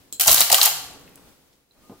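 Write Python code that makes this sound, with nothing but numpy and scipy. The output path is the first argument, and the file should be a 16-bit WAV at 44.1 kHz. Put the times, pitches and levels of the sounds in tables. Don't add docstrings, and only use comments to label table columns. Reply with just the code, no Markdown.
import sys
import numpy as np
from scipy import signal
from scipy.fft import rfft, irfft, next_fast_len
from scipy.io import wavfile
from scipy.ndimage import map_coordinates

SR = 44100
rng = np.random.default_rng(int(sys.argv[2]) if len(sys.argv) > 2 else 0)


def wrap_up_sound(samples):
    columns = np.atleast_2d(samples).T
    tamed = np.clip(columns, -1, 1)
    steps = np.round(tamed * 32767).astype(np.int16)
    wavfile.write(sys.argv[1], SR, steps)


N = 88200

# (time [s], clack level [dB], bright edge level [dB], pitch of the struck part [Hz])
BLOWS = [(0.197, -22.5, -13.5, 2992), (.209, -18.5, -8.5, 10720), (0.2174, -26, -13, 11960),
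         (.26, -24.5, -19, 10460), (.27, -21, -14, 8900), (0.2744, -18.5, -8.5, 6610),
         (0.2785, -8.5, -6, 6290), (0.284, -16, -13, 4833), (0.305, -21.5, -15, 7300),
         (0.3138, -17, -4.5, 5716), (0.3187, -16, -11.5, 4830), (0.328, -19.5, -5.5, 13320),
         (0.3436, -16, -7.5, 6960), (0.379, -15, -25.5, 3724), (0.405, -15, -4, 7560),
         (0.414, -10, -19.5, 3750), (0.5, -15.5, -14.5, 2530), (0.518, -12.5, -12.5, 7500),
         (0.526, -11, -3.5, 4730), (0.5298, -18.5, -15.5, 3910), (0.5436, -8.5, -6, 3190),
         (.551, -17, -15.5, 7480), (.5812, -21, -17.5, 3320), (0.6137, -7.5, -14, 4013),
         (0.6298, -20, -7.5, 12190), (.638, -18, -12, 6800), (0.6546, -17, -9, 6000),
         (.6578, -16, -10.5, 11380), (0.6653, -19.5, -17.5, 3000)]
# (frequency [Hz], level [dB])
FRAME_SPECTRUM = [(300, -22), (430, -11.5), (590, -15.5), (690, 3.5), (830, 1), (950, -11), (1130, 0),
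                  (1750, -8.5), (2200, -10.5), (3000, -13.5), (5000, -57)]
LEVER_SPECTRUM = [(900, -37), (2000, -7.5), (2600, -8), (3100, 1.5), (3500, -6.5), (4050, .5), (5200, -2.5),
                  (7200, -6), (9500, -14.5), (16000, -32)]
EDGE_SPECTRUM = [(2500, -33), (5500, -5), (7400, -1.5), (9000, -1.5), (10700, 0), (12300, 3), (14000, 1),
                 (15300, 1), (16000, -9)]
# (attack [s], hold [s], T60 [s],
# blow level [dB], rattle level [dB], ring level [dB], side level [dB])
PARTS = [(0.00076, .0024, 0.061, -15.5, -14, -6, -10), (0.0011, 0.00068, 0.023, -3, -2, -4, -6),
         (0.00023, 0.002, 0.018, -2, 1, -4, -1)]
# (time [s], level [dB])
RATTLE = [(.195, -92.5), (.2, -21.5), (.24, -27), (.266, -31), (.278, -20), (.33, -20), (.36, -23),
          (.42, -20), (.445, -35), (.495, -35), (.52, -18.5), (.54, -19.5), (.57, -30), (.61, -25.5),
          (.645, -22.5), (.675, -24), (.7, -39.5), (1.3, -91.5)]
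# (frequency [Hz], T60 [s])
RING_T60 = [(150, .7), (800, 0.82), (4000, 0.62), (8000, 0.54), (15000, 0.35)]
# (frequency [Hz], side level [dB])
RING_SIDE = [(150, -5), (700, -9), (1200, -7.5), (4000, 2), (12000, 0)]
# (frequency [Hz], level [dB], T60 [s])
STEEL_MODES = [(742.3, -14, 0.6), (844, -16, 0.32), (829, -12.5, 0.25), (1139, -12, 1), (1185, -12.5, 0.68),
               (1396, -6.5, 0.74), (1572, -6.5, 0.43), (3160, -16, 0.25), (4090, -17, 0.27),
               (5760, -21, .36), (7200, -18, 0.4), (11968, -17, .4), (13200, -20.5, .4)]
# (time [s], level [dB], pitch [Hz])
KNOCKS = [(0.261, -27, 807), (0.273, -36.5, 70), (0.28, -29, 1090), (.283, -21, 697), (0.305, -28.5, 1100),
          (.338, -40, 245), (.375, -30, 727), (0.404, -33.5, 250), (0.404, -31.5, 735), (0.503, -24.5, 756),
          (0.517, -39, 130), (.526, -16.5, 765), (.541, -25, 670), (.581, -25.5, 1164), (0.599, -30, 700),
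          (0.627, -28, 890), (.664, -26.5, 829)]
# (time [s], level [dB])
TRIPS = [(0.1255, -25), (0.133, -36)]
# (frequency [Hz], level [dB])
LATCH_SPECTRUM = [(200, -10.5), (900, -14), (2000, -21.5), (3400, -5.5), (4000, 4), (4700, -6.5),
                  (6200, -1), (7600, 5), (8800, -4.5), (11500, -5.5), (13700, -5), (16000, -11)]
# (time [s], level [dB], centre [Hz], width [octaves], T60 [s])
TICKS = [(1.077, -49, 2400, 0.55, 0.036), (1.094, -51.5, 12000, 0.18, 0.0078),
         (1.1571, -38.5, 10680, 1.25, 0.0066), (1.175, -51, 904, 1.04, .06),
         (1.528, -63.5, 3970, 0.64, 0.088), (1.7095, -53.5, 4064, 0.052, 0.018),
         (1.896, -47.5, 703, 0.51, 0.024)]
# (time [s], level [dB])
MOTOR = [(.19, -87.5), (.21, -54.5), (.255, -54), (.275, -38.5), (.32, -37.5), (.37, -52.5), (.48, -56),
         (.61, -54), (.66, -60.5), (.82, -56.5), (1.05, -65.5), (1.4, -77)]
# (frequency [Hz], level [dB])
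MOTOR_SPECTRUM = [(25, -9.5), (55, -2), (120, -4), (190, -11), (480, -11), (2000, -54.5)]
# (time [s], level [dB])
HUM = [(.27, -82), (.31, -51.5), (.36, -51.5), (.54, -58), (.6, -73.5), (.66, -54.5), (.83, -59),
       (.92, -66), (1.4, -91)]
# (time [s], low rumble level [dB], hiss level [dB])
FLOOR = [(0, -59.5, -57), (.68, -66.5, -82), (.95, -50.5, -55.5), (1.2, -55.5, -58), (1.29, -54.5, -55),
         (1.36, -61.5, -59.5), (1.55, -65, -63.5), (1.68, -71.5, -70), (1.73, -69.5, -65),
         (1.77, -59.5, -64), (1.84, -59, -58.5), (2, -60, -58)]
# (frequency [Hz], level [dB])
RUMBLE_SPECTRUM = [(25, -4), (55, 1), (150, 1), (280, 0), (480, -0.5), (600, -5.5), (1300, -11.5),
                   (2500, -21), (6000, -44)]
HISS_SPECTRUM = [(300, -7), (1500, 1), (4000, 2.5), (9000, -1), (15500, -0.5)]
BUMP_SPECTRUM = [(60, -19), (150, -0.5), (330, 2), (520, -10.5), (750, -7), (2000, -35), (12000, -47.5)]

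RATTLE_PER_S, RATTLE_SCATTER_DB, RATTLE_T60 = 600, 1.5, 0.0054
RATTLE_THINNING = 0.4
PART_DB, PART_OCTAVES, PART_T60, PART_RING_DB = -2.5, 0.15, 0.0075, -7.5
FRAME_CUT_HZ = 440
KNOCK_HOLD_S, KNOCK_T60, KNOCK_RING_DB, KNOCK_NOTE_DB = 0.0018, 0.077, -10.5, -7.5
KNOCK_WIDTH_HZ = 230
LATCH_T60, LATCH_RING_DB, LATCH_SPRING_T60 = 0.0021, 4, 0.3
SPRING_DB, SPRING_OCTAVES = -47, 0.05
TICK_RING_DB = -3.5
HUM_HZ, HUM_WANDER = 140.5, 0.04
COAST_S, COAST_HZ, COAST_END_HZ = 0.56, 350, 268
COAST_SAG_S, COAST_DB, COAST_T60 = 0.144, -62, 0.68
DRONE_HZ, DRONE_DB = 272.4, -11
BUMP_S, BUMP_DB, BUMP_HOLD_S, BUMP_T60 = 1.896, -43.5, 0.032, 0.15
WHINE_HZ, WHINE_DB, WHINE_START_S, WHINE_RISE_S = 1228, -65.5, 1.76, 0.072
CLIP_TOP = 0.96
TOP_HZ = 15850


def mechanism():
    out = np.zeros((2, N))
    teeth = rattle()
    spectra = (FRAME_SPECTRUM, LEVER_SPECTRUM, EDGE_SPECTRUM)
    for k, (spectrum, part) in enumerate(zip(spectra, PARTS)):
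        attack, hold, t60, blow_db, rattle_db, ring_db, side_db = part
        power = (amp(rattle_db) * teeth) ** 2
        for start, clack_db, edge_db, _ in BLOWS:
            level_db = (min(clack_db, edge_db), clack_db, edge_db)[k]
            power = power + (amp(level_db + blow_db) * burst(start, attack, hold, t60)) ** 2
        direct = np.sqrt(power) * noise(spectrum, side_db)
        out += direct + amp(ring_db) * ring(direct[0]) + steel(direct[1])
    return out


def rattle():
    chance, size = rng.random(N), rng.standard_normal(N)
    level, = gains(RATTLE)
    density = (level / level.max()) ** RATTLE_THINNING
    happens = chance < density * RATTLE_PER_S / SR
    contacts = happens * unit(amp(RATTLE_SCATTER_DB * size)) * level
    decay = amp(-60 * clock() / RATTLE_T60) ** 2
    contact_power = contacts ** 2 / density * SR / RATTLE_PER_S
    power = signal.fftconvolve(contact_power, decay / decay.sum())[:N]
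    return np.sqrt(np.abs(power))


def ring(x):
    hz, t, z = signal.stft(rng.standard_normal((2, SR)), SR, nperseg=256)
    fade = amp(-60 * t / along(RING_T60, hz)[:, None])
    z = stereo(z, along(RING_SIDE, hz)[:, None]) * fade
    tail = signal.istft(z, SR, nperseg=256)[1]
    return signal.fftconvolve(x[None], tail / np.linalg.norm(tail[0]), axes=1)[:, :N]


def steel(x):
    t = np.arange(SR) / SR
    modes = np.zeros((2, SR))
    for hz, db, t60 in STEEL_MODES:
        side_phase = rng.normal(0, np.sqrt(hz / TOP_HZ), (2, 1))
        phase = rng.uniform(0, 2 * np.pi) + side_phase
        modes += amp(db - 60 * t / t60) / np.sqrt(t60) * np.sin(2 * np.pi * hz * t + phase)
    return amp(-49.5) * signal.fftconvolve(x[None], modes, axes=1)[:, :N]


def struck_parts():
    notes = np.zeros((2, N))
    for start, clack_db, _, hz in BLOWS:
        envelope = amp(clack_db + PART_DB) * burst(start, 0.00028, 0.0018, PART_T60)
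        notes += envelope * band(hz, PART_OCTAVES, side_db=-8.5)
    return notes + amp(PART_RING_DB) * ring(notes[0])


def radiated(x):
    sos = signal.butter(N=4, Wn=FRAME_CUT_HZ / (SR / 2), btype="high", output="sos")
    return signal.sosfilt(sos, x)


def knocks():
    out = np.zeros((2, N))
    for start, db, hz in KNOCKS:
        octaves = KNOCK_WIDTH_HZ / (hz + KNOCK_WIDTH_HZ)
        cluster = band(hz, octaves, side_db=-10)
        note = amp(KNOCK_NOTE_DB) * np.sin(2 * np.pi * hz * (clock() - start))
        out += amp(db) * burst(start, 0.0027, KNOCK_HOLD_S, KNOCK_T60) * (cluster + note)
    return out + amp(KNOCK_RING_DB) * radiated(ring(out[0]))


def latch():
    snaps = sum(amp(db) * burst(start, 0.0003, 0.0016, LATCH_T60) for start, db in TRIPS)
    click = snaps * noise(LATCH_SPECTRUM, side_db=-1)
    two_notes = sum(band(hz, SPRING_OCTAVES, side_db=-3.5) for hz in (4130, 7650))
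    spring = amp(SPRING_DB) * two_notes
    fade = burst(TRIPS[0][0], 0.001, 0.005, LATCH_SPRING_T60)
    return click + (amp(LATCH_RING_DB) * ring(click[0]) + spring) * fade


def ticks():
    out = np.zeros((2, N))
    for start, db, centre, width, t60 in TICKS:
        out += amp(db) * burst(start, 0.00024, 0.0007, t60) * band(centre, width, side_db=-10)
    return out + amp(TICK_RING_DB) * ring(out[0])


def motor():
    rumble = gains(MOTOR)[0] * noise(MOTOR_SPECTRUM, side_db=-5)
    hum = gains(HUM)[0] * tone(HUM_HZ, HUM_WANDER, flutter_db=3, rate=22)
    sag = np.exp(-np.maximum(clock() - COAST_S, 0) / COAST_SAG_S)
    hz = COAST_END_HZ + (COAST_HZ - COAST_END_HZ) * sag
    envelope = amp(COAST_DB) * burst(COAST_S, 0.01, COAST_SAG_S, COAST_T60)
    coast = envelope * tone(hz, HUM_WANDER / 2, flutter_db=8)
    return rumble + hum + coast


def background():
    low, high = gains(FLOOR)
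    drone = amp(DRONE_DB) * tone(DRONE_HZ, wander=0.02, flutter_db=2.5)
    rumble = low * (noise(RUMBLE_SPECTRUM, side_db=-6) + drone)
    hiss = high * noise(HISS_SPECTRUM, side_db=0.5)
    bump_envelope = amp(BUMP_DB) * burst(BUMP_S, 0.0016, BUMP_HOLD_S, BUMP_T60)
    bump = bump_envelope * noise(BUMP_SPECTRUM, side_db=-19.5)
    rise = np.clip((clock() - WHINE_START_S) / WHINE_RISE_S, 0, 1)
    whine = amp(WHINE_DB) * rise * tone(WHINE_HZ, wander=0.0157, flutter_db=4.5, rate=45)
    return rumble + hiss + bump + whine


def amp(db):
    return 10 ** (np.asarray(db) / 20)


def unit(x):
    return x / np.sqrt(np.mean(x ** 2) + 1e-20)


def along(points, hz):
    f, v = np.transpose(points)
    return np.interp(np.log(hz + 1), np.log(f + 1), v)


def clock():
    return np.arange(N) / SR


def gains(rows):
    s, *columns = np.transpose(rows)
    return [amp(np.interp(clock(), s, column)) for column in columns]


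def wobble(rate):
    knots = rng.standard_normal(int(N * rate / SR) + 4)
    return map_coordinates(knots, [clock() * rate])


def filtered(x, response):
    m = next_fast_len(N + SR // 2)
    hz = np.fft.rfftfreq(m, 1 / SR)
    return irfft(rfft(x, m) * response(hz), m)[..., :N]


def stereo(pair, side_db):
    side = amp(side_db)
    left, right = pair[0] + side * pair[1], pair[0] - side * pair[1]
    return np.array([left, right]) / np.sqrt(1 + side ** 2)


def noise(spectrum, side_db):
    pair = filtered(rng.standard_normal((2, N)), lambda hz: amp(along(spectrum, hz)))
    return unit(stereo(pair, side_db))


def band(centre, width, side_db):
    def resonance(hz):
        return 1 / (1 + (np.log2((hz + 1) / centre) / width) ** 2)
    return unit(stereo(filtered(rng.standard_normal((2, N)), resonance), side_db))


def burst(start, attack, hold, t60):
    t = clock() - start
    return np.clip(t / attack, 0, 1) * amp(-60 * np.maximum(t - attack - hold, 0) / t60)


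def tone(hz, wander, flutter_db, rate=10):
    phase = 2 * np.pi * np.cumsum(hz * (1 + wander * wobble(rate))) / SR
    return unit(np.sin(phase) * amp(flutter_db * wobble(rate)))


def scene():
    balance_db = 0.31
    machine = radiated(mechanism() + struck_parts()) + knocks() + latch() + ticks() + motor()
    return (machine + background()) * amp([[balance_db], [-balance_db]])


def record(dry):
    clipped = dry / (1 + np.abs(dry / CLIP_TOP) ** 6) ** (1 / 6)
    return filtered(clipped, lambda hz: np.clip((TOP_HZ - hz) / 100 + 0.5, 0, 1))


dry = scene()
out = record(dry)
wrap_up_sound(out)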